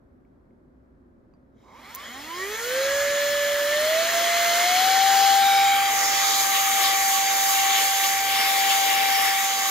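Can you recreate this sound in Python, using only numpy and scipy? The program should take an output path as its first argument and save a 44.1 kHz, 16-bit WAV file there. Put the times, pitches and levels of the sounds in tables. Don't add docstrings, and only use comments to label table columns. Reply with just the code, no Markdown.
import sys
import numpy as np
from scipy import signal
from scipy.fft import rfft, irfft, next_fast_len
from scipy.io import wavfile
from scipy.ndimage import uniform_filter1d, map_coordinates

SR = 44100
rng = np.random.default_rng(int(sys.argv[2]) if len(sys.argv) > 2 else 0)


def persist_wave(psi):
    counts = np.round(np.clip(psi, -1, 1) * 32767).astype(np.int16)
    wavfile.write(sys.argv[1], SR, np.atleast_2d(counts).T)


N = 427769
TOP_HZ = 15850
ROTOR_LAG_S = .158

# start_s, new_speed_turns_per_s, ramp_s
SPEED_STEPS = [(1.472, 144.6, .273), (1.745, 371.9, .492), (2.238, 577.5, .483), (3.605, 690.6, .341),
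               (4.491, 785.4, .295), (5.183, 789, .414), (5.873, 782.2, .738)]


def speed():
    t = np.arange(N) / SR

    def lagged_ramp(u):
        return u - ROTOR_LAG_S * (1 - np.exp(-u / ROTOR_LAG_S))

    turns_per_s, before = np.zeros(N), 0
    for start_s, target, ramp_s in SPEED_STEPS:
        since_start = np.clip(t - start_s, 0, None)
        since_end = np.clip(t - start_s - ramp_s, 0, None)
        slope = (target - before) / ramp_s
        turns_per_s += slope * (lagged_ramp(since_start) - lagged_ramp(since_end))
        before = target
    return np.abs(turns_per_s)


REFERENCE_TURNS_PER_S = 800
BETWEEN_DB = -56
FLICKER_DB_PER_KHZ, DULLED_DB_PER_KHZ = .3, .45

# shaft_multiple, mode_hz, half_width_hz, level_before_dulling_db
ORDER_SURGES = [(4, 1075, 65, -49), (4, 1270, 80, -51), (4, 1670, 60, -47), (4, 1800, 90, -42),
                (4, 2280, 90, -51), (4, 2670, 130, -46), (5, 1150, 150, -51), (5, 1915, 85, -36.5),
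                (5, 2180, 100, -43), (5, 2800, 250, -54), (5, 3100, 200, -46), (5, 3800, 150, -42),
                (6, 600, 200, -63), (6, 900, 70, -54), (6, 1090, 100, -41), (6, 1910, 70, -49),
                (6, 1450, 150, -55), (6, 2250, 200, -43), (6, 2570, 100, -48), (6, 3100, 200, -47),
                (6, 3450, 150, -53), (6, 4110, 100, -40), (6, 4650, 130, -40), (7, 1890, 140, -48),
                (7, 3580, 80, -42), (7, 4200, 150, -47), (7, 5380, 150, -44), (8, 1980, 120, -50),
                (8, 3210, 100, -49), (8, 4190, 80, -48), (9, 950, 150, -58), (9, 1250, 170, -53),
                (9, 1970, 150, -48), (9, 2180, 130, -54), (9, 2750, 130, -56), (9, 3150, 170, -46),
                (9, 4050, 200, -54), (9, 4800, 130, -47), (9, 5250, 200, -47), (9, 6400, 300, -40),
                (9, 7050, 150, -39), (10, 2130, 130, -57), (10, 1300, 200, -65), (11, 2200, 120, -55),
                (11, 3200, 130, -57), (12, 1020, 170, -51), (12, 1500, 200, -65), (12, 2230, 170, -52),
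                (12, 3170, 200, -52), (12, 4600, 130, -52), (12, 6650, 250, -41), (12, 6900, 100, -47),
                (13, 3120, 200, -53), (13, 4000, 130, -58), (13, 5000, 130, -53), (14, 1100, 200, -62),
                (14, 2050, 130, -56), (14, 3200, 150, -53), (14, 4100, 130, -56), (14, 5000, 150, -52),
                (14, 6200, 350, -53), (15, 1000, 250, -62), (15, 2100, 250, -58), (15, 3170, 190, -44.5),
                (15, 4100, 150, -54), (15, 5320, 200, -52), (15, 6600, 500, -50), (15, 10800, 400, -48),
                (16, 1150, 200, -64), (16, 2300, 130, -58), (16, 3350, 180, -55), (16, 4800, 180, -58),
                (16, 12520, 200, -49), (17, 2150, 200, -57), (18, 1000, 150, -57), (18, 2350, 150, -59),
                (18, 3500, 150, -57), (18, 5170, 200, -56), (18, 6800, 350, -48), (18, 10450, 350, -51),
                (19, 2250, 200, -61), (19, 5250, 200, -56), (21, 1050, 200, -63), (21, 2200, 150, -65),
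                (21, 12130, 100, -46), (21, 3480, 200, -57), (21, 5480, 200, -57), (24, 1050, 200, -65),
                (24, 2300, 200, -60), (24, 3600, 200, -62), (27, 1050, 200, -66), (27, 2200, 200, -64),
                (27, 3850, 450, -61), (27, 5300, 250, -60), (27, 6950, 300, -53), (29, 5300, 200, -60),
                (29, 6900, 400, -56), (31, 6950, 400, -52), (33, 7000, 350, -59), (36, 5400, 250, -63),
                (36, 7050, 350, -57)]


def higher_orders(turns_per_s, angle):
    whine = np.zeros(N)
    speeds = np.arange(0, 2 * REFERENCE_TURNS_PER_S, .5)
    for order in sorted({row[0] for row in ORDER_SURGES}):
        body = amp(BETWEEN_DB) * speeds / REFERENCE_TURNS_PER_S
        for multiple, mode_hz, half_hz, db in ORDER_SURGES:
            if multiple == order:
                body = body + amp(db) * np.exp(-((order * speeds - mode_hz) / half_hz) ** 2)
        in_band = order * speeds < TOP_HZ
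        level = np.interp(turns_per_s, speeds, body * in_band)
        khz = order * turns_per_s / 1000
        flicker_db = (1 + FLICKER_DB_PER_KHZ * khz) * wobble(22)
        tone = np.sin(order * angle + rng.uniform(0, 2 * np.pi))
        whine += level * amp(flicker_db - DULLED_DB_PER_KHZ * khz) * tone
    return whine


SECOND_AIMED_DB = -9

# speed_turns_per_s, base_db, left_right_db, left_lead_rad
IMBALANCE_BY_SPEED = [(79, -82, 0, 0), (206, -74, 0, 0), (229, -51, -2, 0), (325, -49, -5, .2),
                      (387, -36.5, -4, 0), (437, -36, -3, -.2), (445, -55, -9, -.3), (467, -37, -5, -0.093),
                      (533, -25.5, -2, 0), (584, -25.5, -3, .1), (631, -23.5, -0.5, -0.31),
                      (658, -23, -5, -0.56), (674, -32.5, -4, -.6), (677.5, -26, -4.5, -0.74),
                      (717, -24, 3, -0.59), (796.6, -20, 9.5, 0.0058)]
# speed_turns_per_s, base_db
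SECOND_BY_SPEED = [(79, -85), (220, -70), (280, -62), (350, -60), (385, -56), (415, -48), (460, -45),
                   (485, -57), (520, -58), (570, -55), (600, -47), (645, -46), (685, -44), (710, -41),
                   (745, -45), (785, -34.5)]
# speed_turns_per_s, base_db
THIRD_BY_SPEED = [(20, -90), (80, -72), (165, -64), (190, -68), (234, -66), (250, -50), (284, -49),
                  (300, -57), (318, -48), (334, -39.5), (350, -37.5), (372, -37.5), (388, -40), (405, -50),
                  (435, -44), (480, -37), (530, -38.5), (574, -34.5), (595, -33), (620, -43), (648, -38),
                  (668, -44), (687, -35), (710, -31), (740, -35), (770, -39), (785, -48.5)]
# time_s, first_db, first_left_right_db, first_left_lead_rad, third_db
ORDER_CHANGES = [(5.0, 0, 0, 0, 0), (5.3, 2, -2, .8, 0), (5.65, 2, -9, .8, 3), (5.95, -6, -7, .9, -1),
                 (6.2, -7, -14, 1.3, 10), (6.5, -7, -6, 1.1, 5), (6.8, -5, -4, .9, 4),
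                 (7.4, -5, -11, 1.3, 3), (7.7, -4, -6, 1.2, 7), (8.0, -7, -10, .9, 2), (8.3, -7, -7, .7, 6),
                 (8.6, -4, -5, 1.1, 11), (9.2, -4, -3, 1.3, 6), (9.5, -8, -9, .8, -1),
                 (9.7, -9, -9, .8, -1)]


def motor():
    turns_per_s, changes = speed(), curves(ORDER_CHANGES)
    first_db, pan_db, lead_rad = along(IMBALANCE_BY_SPEED, turns_per_s) + changes[:3]
    second_db = along(SECOND_BY_SPEED, turns_per_s) + SECOND_AIMED_DB * aim()
    third_db = along(THIRD_BY_SPEED, turns_per_s) + changes[3]
    angle = 2 * np.pi * np.cumsum(turns_per_s + 0.77 * wobble(40)) / SR
    phases = angle + np.array([lead_rad, -lead_rad]) / 2
    first = amp(first_db + 0.34 * wobble(30)) * sides(pan_db) * np.sin(phases)
    second = amp(second_db + 1.6 * wobble(8.7)) * np.sin(2 * angle)
    third = amp(third_db + 2.2 * wobble(25)) * np.sin(3 * angle)
    whine = second + third + higher_orders(turns_per_s, angle)
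    return np.sqrt(2) * (first + heard(np.array([whine, 0.22 * whine])))


# centre_hz, width_hz, relative_db
SHELL_BANDS = [(560, 300, 0), (790, 60, 1), (1030, 260, 0), (2150, 220, 1), (3250, 300, -7),
               (3800, 300, -6), (4700, 300, -15), (5300, 400, -12), (6000, 400, -15), (6900, 700, -9)]
# speed_turns_per_s, level_db
BUZZ_BY_SPEED = [(0, -120), (6, -90), (14, -75), (25, -68), (45, -62), (65, -58), (140, -55), (220, -52),
                 (300, -51), (785, -55)]


def buzz():
    def shell(hz):
        return sum(amp(db) * peak(hz, centre, width) ** 2 for centre, width, db in SHELL_BANDS)
    return heard(amp(along(BUZZ_BY_SPEED, speed())) * patchy_noise(shell, patchy_db=3.0))


TUBE_WIDTH_HZ = 144

# time_s, centre_hz, added_db
TUBE_DRIFT = [(5.5, 1175, -1), (5.85, 1180, 4.5), (6.2, 1185, 10), (6.75, 1184, 8), (6.95, 1137, 7.5),
              (7.3, 1123, 4), (7.75, 1130, 8.5), (8.1, 1152, 3), (8.7, 1108, 7), (9.0, 1140, 3),
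              (9.4, 1152, 6), (9.7, 1153, 6)]


def tube_note():
    centre_hz, db = curves(TUBE_DRIFT)
    pair = patchy_noise(lambda hz: peak(hz, centre_hz[0], TUBE_WIDTH_HZ) ** 2, patchy_db=1.0)
    slide = 2 * np.pi * np.cumsum(centre_hz - centre_hz[0]) / SR
    quadrature = filtered(pair, lambda hz: -1j * (hz > 0))
    return pair * np.cos(slide) - quadrature * np.sin(slide), db


UPPER_ROAR_HZ = 1750
LOW_RASP_TO_HZ, UPPER_RASP_HZ, TOP_RASP_HZ = 3000, 3700, 5070
WHISTLE_HZ, WHISTLE_WIDTH_HZ = 6620, 1830
BODY_SHOWN_PAN_DB, BODY_AIMED_PAN_DB = 1.2, -1.2

# freq_hz, relative_db_per_hz
ROAR_SHAPE = [(90, -120), (130, -24), (300, -13), (700, -5), (1000, -5), (1500, -4.5), (1900, 1.5),
              (2300, 1.5), (2700, -10), (3200, -120)]
RASP_SHAPE = [(2000, -120), (2600, -0.5), (3200, 1), (3700, -1), (4200, -6), (4700, -5), (5300, -4.5),
              (5900, -8.5), (7000, -120)]
HISS_SHAPE = [(4500, -120), (5600, -2), (6500, -3.5), (8000, 8.5), (9200, 3), (10000, 3), (12000, 3.5),
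              (13500, 3), (15000, -1), (17000, -4)]
# speed_turns_per_s, relative_db
FLOW_BY_SPEED = [(8, -70), (25, -53), (60, -48), (123, -29), (213, -22), (327, -17.5), (415, -12.5),
                 (501, -8.5), (577, -6), (688, -2.5), (785, 0)]
# base_db, flow_steepness, puff_share, flutter_db
AIR_LAYERS = [(-28, 0.92, 0.085, 0.5), (-44, 0.67, 0.43, 1), (-27, 0.99, 0.83, 0.21),
              (-33.5, 1.26, 0.052, 0.52), (-31, 0.97, 0.15, 0.77)]
# time_s, roar_db, rasp_db, whistle_db, hiss_db, whistle_left_right_db
NOZZLE_SWEEP = [(3.0, 2, -1.5, 4, -0.5, -0.5), (3.55, 2.5, -1, 2, 0, -1), (4.3, 2.5, 0.5, 3.5, 0.5, -.3),
                (5.3, 0, 1, 1.5, 0.5, -1), (5.45, -1.5, -0.5, -1, -0.5, -1), (5.58, -2, -3.5, -4.5, -3, -1),
                (5.76, -7.5, -8, -7, -3.5, 1), (5.86, -5, -5.5, -2, -3, 5), (5.97, -1, -7, 4, 1, -3),
                (6.3, -2.5, -5.5, 4.5, 2, -2), (6.72, -3, -3.5, 4.5, 3, 0), (6.9, -1.5, -4.5, 3, 3.5, 5),
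                (7.05, -2.5, -4.5, 6, 3.5, -1), (7.4, -4, -4.5, 3.5, 2, -2.5), (7.78, -1.5, 1, 4.5, 4, 4),
                (7.95, -4, -3, 4.5, 2, -3), (8.2, -3.5, -5, 0, 0, 2), (8.4, -4, 0.5, -7, 2, 4),
                (8.6, -1.5, -2, 0.5, 2.5, 7), (8.78, -2, -2, 4.5, 3, 3), (8.95, -1, -0.5, -3.5, 2, 5),
                (9.25, -3.5, -0.5, -5.5, 2, 6), (9.45, -4, -2, 5, 1, 0), (9.7, -4.5, -3.5, 2, 0.5, -3)]
# time_s, puff_db, half_length_s, extra_upper_rasp_db
GAP_PUFFS = [(6.166, 5.5, .03, -2.5), (6.323, 1.5, 0.069, 6), (6.56, 7.5, .03, -2.5), (6.86, 6.5, 0.05, 3),
             (7.162, 3.5, .03, 0), (8.045, 5.5, .02, 1), (8.713, 8.5, .025, -3.5), (8.91, 3.5, 0.033, -4)]
# time_s, upper_roar_db, middle_rasp_db, top_rasp_db
JET_TINT = [(5.4, 1.5, 4.5, -17), (5.55, -2, 0.5, 1), (5.85, 2, 1.5, -5), (6.05, 0, 4.5, 11),
            (6.2, 3.5, 6.5, 5), (6.33, -1, 4, -8), (6.42, -1.5, 6, 1), (6.52, 2, 4, -8), (6.7, 1, 0.5, -3),
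            (6.95, 2.5, 4.5, 0), (7.12, 0.5, 1.5, 1), (7.3, 3, 2.5, 1), (7.42, -1.5, 4, 5), (7.6, 2, -2, 1),
            (7.75, 2.5, 3, -13), (7.9, -0.5, 0.5, -1), (8.1, 2.5, 1, 1), (8.3, 4.5, -2, 2.5),
            (8.6, 3.5, 2, 1), (8.78, 1.5, 6, -7), (8.92, 1.5, -1.5, 1), (9.05, 3.5, -3, 3),
            (9.17, 3, -4, 6.5), (9.28, 4.5, -2, 2), (9.42, 4.5, -2, -2), (9.55, 0, 4, -1), (9.7, 2, 2, 0)]
# time_s, added_db
LOW_RASP_LEVEL = [(5.7, -3), (5.9, 1), (6.2, 0), (6.38, -8), (6.6, 2.5), (6.9, -0.5), (7.1, -1), (7.28, 1),
                  (7.4, -4), (7.65, 4), (7.85, -3), (8.1, -2), (8.35, 0), (8.55, 1), (8.7, 0.5), (8.8, -2),
                  (8.9, 2), (9.05, 1), (9.3, -1), (9.5, -1), (9.7, -8)]


def air():
    t, flow_db = np.arange(N) / SR, along(FLOW_BY_SPEED, speed())
    roar_db, rasp_db, whistle_db, hiss_db, whistle_pan_db = curves(NOZZLE_SWEEP)
    note, tube_db = tube_note()
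    puff_db, puff_upper_db = np.zeros(N), np.zeros(N)
    for s, db, half_s, upper_db in GAP_PUFFS:
        bump = np.exp(-((t - s) / half_s) ** 2)
        puff_db += db * bump
        puff_upper_db += upper_db * bump

    gust = wobble(12)
    gains = []
    for row, aim_db in zip(AIR_LAYERS, (roar_db, tube_db, rasp_db, whistle_db, hiss_db)):
        base_db, steepness, share, flutter_db = row
        flutter = flutter_db * (gust + wobble(7))
        gains.append(amp(base_db + steepness * flow_db + aim_db + share * puff_db + flutter))
    roar, tube, rasp, whistle, hiss = gains

    def shape(points):
        return lambda hz: amp(along(points, hz))

    upper_roar_db, middle_db, top_db = curves(JET_TINT)
    low_db, = curves(LOW_RASP_LEVEL)
    roar_noise = lifted(patchy_noise(shape(ROAR_SHAPE), patchy_db=1.18), UPPER_ROAR_HZ, upper_roar_db)
    body = roar * roar_noise + tube * note
    edge = whistle * patchy_noise(lambda hz: peak(hz, WHISTLE_HZ, WHISTLE_WIDTH_HZ) ** 3, patchy_db=0.0)
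    rasp_noise = patchy_noise(shape(RASP_SHAPE), patchy_db=1.5)
    grit = amp(low_db) * lifted(rasp_noise, LOW_RASP_TO_HZ, -low_db)
    grit = lifted(grit, UPPER_RASP_HZ, puff_upper_db + middle_db)
    grit = lifted(grit, TOP_RASP_HZ, top_db - middle_db)
    wide = rasp * grit + hiss * patchy_noise(shape(HISS_SHAPE), patchy_db=0.9)
    body_pan_db = BODY_SHOWN_PAN_DB + aim() * (BODY_AIMED_PAN_DB - BODY_SHOWN_PAN_DB)
    return sides(body_pan_db) * blown(body) + sides(whistle_pan_db) * blown(edge) + blown(wide)


# delay_s, gain_db
NEAR_ECHOES = [(.0026, -53), (.0043, -25.5), (.0061, -33), (.0088, -14.5), (0.012, -25), (0.0159, -23),
               (.0227, -19)]


def blown(pair):
    def ripple(hz):
        return 1 + sum(amp(db) * np.exp(-2j * np.pi * hz * s) for s, db in NEAR_ECHOES)
    return heard(filtered(pair, ripple), side_on, facing)


# centre_hz, width_hz, db_over_the_rest
SIDE_COLOUR = [(820, 150, -10.5), (1360, 240, 4.5), (1720, 77, 3.5), (2250, 270, -5), (2530, 740, -3),
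               (3070, 380, 3), (3770, 210, -8), (4160, 140, 7.5), (4700, 90, -2), (5150, 210, 6.5),
               (5830, 250, -0.5), (6080, 430, 4), (7380, 180, 3.5), (7640, 140, 3), (9510, 150, 8)]


def side_on(hz):
    return amp(sum(db * peak(hz, c, w) ** 2 for c, w, db in SIDE_COLOUR) - 1.5)


# centre_hz, width_hz, colour_db
FACING_COLOUR = [(1030, 73, -6.5), (2610, 210, -1.5)]


def facing(hz):
    return amp(sum(db * peak(hz, c, w) ** 2 for c, w, db in FACING_COLOUR))


# time_s, half_length_s, centre_hz, width_hz, level_db
SWING_BANDS = [(5.63, 0.24, 2280, 230, -31.5), (5.54, 0.15, 3740, 370, -31.5),
               (5.72, 0.067, 3800, 260, -38), (5.78, 0.15, 3200, 230, -37), (5.58, 0.23, 1400, 240, -39.5)]


def swing():
    t, bands = np.arange(N) / SR, 0
    for s, half_s, centre, width, db in SWING_BANDS:
        noise = patchy_noise(lambda hz: peak(hz, centre, width) ** 2, patchy_db=0.5)
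        bands = bands + amp(db) * np.exp(-((t - s) / half_s) ** 4) * noise
    return heard(bands)


BUTTON_S, BUTTON_DB = 1.3379, -68

# start_s, level_db, pitch_hz, t60_s, crack_share
CLICK_EVENTS = [(.2503, -61, 2250, .015, 0.2), (.5072, -65, 2150, .015, 0), (1.9445, -30, 6000, .008, .6),
                (1.9494, -17, 12500, 0.0054, 1), (1.9502, -22, 6900, .005, 0.2),
                (1.952, -27, 13500, 0.015, 0.8), (1.9556, -17.5, 14200, 0.0067, 0.7),
                (1.96, -21, 13500, 0.0065, 0.8)]
# freq_hz, added_db, t60_s
BUTTON_MODES = [(1090, 13, .02), (2500, 2, .012), (4650, -1, .07), (4740, -9, .07), (6400, -12, .05)]


def clicks():
    out, t = np.zeros(N + SR), np.arange(SR // 20) / SR
    for s, db, hz, t60, share in CLICK_EVENTS:
        crack = np.diff(rng.standard_normal(len(t) + 1)) * .5
        sound = (1 - share) * np.sin(2 * np.pi * hz * t) + share * crack
        attack = 1 - np.exp(-t / .0001)
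        out[round(s * SR):][:len(t)] += amp(db - 60 * t / t60) * attack * sound
    for hz, db, t60 in BUTTON_MODES:
        ring = amp(BUTTON_DB + db - 60 * t / t60) * np.sin(2 * np.pi * hz * t)
        out[round(BUTTON_S * SR):][:len(t)] += ring
    return ports(np.array([out[:N], np.zeros(N)]), SHOWN_PORTS)


# time_s, aim (0 shown, 1 at the keys)
AIM_TURN = [(5.55, 0.088), (5.95, 0.97)]


def aim():
    return curves(AIM_TURN)[0]


# freq_hz, left_lead_rad, likeness, left_right_db
SHOWN_PORTS = [(101, -1.1, 1, -3), (905, 0.92, 1, -7.5), (1370, 0.71, 0.75, -3), (2080, 0.39, 0.99, -1.5),
               (2700, 0.8, 0.98, -3.5), (3200, 0.63, 0.98, 2.5), (3640, 1.3, 0.98, 3.5),
               (4520, -1.56, 1, 0), (5040, .5, 0.5, -2), (5530, -1, 0.4, 6.5), (6600, -1.43, 1, -2.5)]
# freq_hz, left_lead_rad, likeness, left_right_db
AIMED_PORTS = [(100.43, -0.0095, 0.99, 2), (685, 0.9, 0.66, -2.5), (1280, -1.3, 1, -3.5),
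               (2100, -0.8, 0.8, 1), (2680, 1.35, 0.31, 1), (3200, 1, 0.21, 2.5), (4500, 1.2, 0.66, -0.068),
               (5800, 2.5, 0.12, 1), (6140, -0.41, 0.34, -4.5), (6570, 0.1, 0.44, -0.5)]


def heard(pair, colour=lambda hz: 1, aimed_colour=lambda hz: 1):
    turn_rad = aim() * np.pi / 2
    shown = ports(pair * np.cos(turn_rad), SHOWN_PORTS, colour)
    return shown + ports(pair * np.sin(turn_rad), AIMED_PORTS, aimed_colour)


MONO_HZ = 13200

# freq_hz, left_lead_rad, likeness, left_right_db
TREBLE_PORTS = [(7400, -2.3, .76, 0), (8000, -2.8, .86, 0), (8600, -3.14, .985, 0), (9200, -3.35, .94, 0),
                (9800, -3.9, .78, 0), (11600, -5.05, .8, 0), (13300, -6.28, .9, 0)]


def ports(pair, table, colour=lambda hz: 1):
    def mix(sign):
        def response(hz):
            lead_rad, likeness, pan_db = along(table + TREBLE_PORTS, hz)
            spread = np.arccos(np.clip(likeness, 0, 1)) / 2 * (hz < MONO_HZ)
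            lead_rad = np.where(hz < MONO_HZ, lead_rad, -2 * np.pi)
            gain = colour(hz) * amp(sign * pan_db / 2) * np.exp(.5j * sign * lead_rad)
            return gain * [np.cos(spread), sign * np.sin(spread)]
        return filtered(pair, response).sum(axis=0)
    return np.array([mix(1), mix(-0.99)])


ROOM_BASE_DB = -57
HUM_HZ, HUM_BASE_DB = 59, -69

# freq_hz, relative_db_per_hz
ROOM_SHAPE = [(21, -35), (36, -18), (64, -13.5), (92, -16), (190, -15.5), (222, -11.5), (258, -4.5),
              (300, -15.5), (358, -10.5), (472, -23), (523, -16.5), (763, -27), (1550, -32), (2840, -52.5),
              (15000, -66)]
# freq_hz, left_right_likeness
ROOM_LIKENESS = [(60, 0.92), (180, 0.92), (550, 0.13), (1650, -0.38), (4970, 0.23), (15000, -0.08)]
# time_s, added_db
RUMBLE_LEVEL = [(0, 6), (2.8, 4), (2.92, 10), (3.7, 6.5), (5.0, 8), (5.8, 8.5), (6.3, 5.5), (8.1, 2.5),
                (8.29, 10), (8.4, 4), (9.7, 1)]


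def room():
    def mid_side(hz):
        spread = np.arccos(np.clip(along(ROOM_LIKENESS, hz), -1, 1)) / 2
        return np.array([np.cos(spread), np.sin(spread)])

    noise = patchy_noise(lambda hz: amp(along(ROOM_SHAPE, hz)), patchy_db=0.5)
    mid, side = filtered(noise, mid_side)
    hum = amp(HUM_BASE_DB + 2.2 * wobble(3.9)) * np.sin(2 * np.pi * HUM_HZ * np.arange(N) / SR)
    murmur = amp(ROOM_BASE_DB) * np.array([mid + side, mid - side]) + hum
    low = filtered(murmur, lambda hz: 1 / (1 + (hz / 140) ** 4))
    return murmur - low + low * amp(curves(RUMBLE_LEVEL)[0])


def patchy_noise(gain, patchy_db):
    z = signal.stft(rng.standard_normal((2, N)), nperseg=512)[2]
    field = uniform_filter1d(rng.standard_normal(z.shape[1:]), size=6, axis=0)
    field = uniform_filter1d(field, size=12, axis=1)
    pair = signal.istft(z * amp(patchy_db * unit(field)), nperseg=512)[1][:, :N]
    return unit(filtered(pair, gain))


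def lifted(x, from_hz, db):
    return x + (amp(db) - 1) * filtered(x, lambda hz: 1 / (1 + (from_hz / (hz + 1)) ** 12))


def filtered(x, response):
    m = next_fast_len(N + 8192)
    return irfft(rfft(x, m) * response(np.fft.rfftfreq(m, 1 / SR)), m)[..., :N]


def peak(hz, centre_hz, width_hz):
    return hz * width_hz / np.hypot(centre_hz ** 2 - hz ** 2, hz * width_hz + 1e-9)


def wobble(rate):
    knots = rng.standard_normal(int(N * rate / SR) + 4)
    return map_coordinates(knots, [np.arange(N) * rate / SR])


def along(points, hz):
    f, *cols = np.transpose(points)
    return np.squeeze([np.interp(np.log(hz + 1), np.log(f + 1), c) for c in cols])


def curves(rows):
    s, *cols = np.transpose(rows)
    return [np.interp(np.arange(N) / SR, s, c) for c in cols]


def sides(db):
    return amp(np.array([db, -db]) / 2)


def amp(db):
    return 10 ** (np.asarray(db) / 20)


def unit(x):
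    return x / np.sqrt(np.mean(x ** 2) + 1e-20)


def scene():
    return motor() + buzz() + air() + swing() + clicks() + room()


def record(dry):
    return filtered(dry, lambda hz: np.sin(np.clip((TOP_HZ - hz) / 250, 0, 1) * np.pi / 2) ** 2)


dry = scene()
out = record(dry)
persist_wave(out)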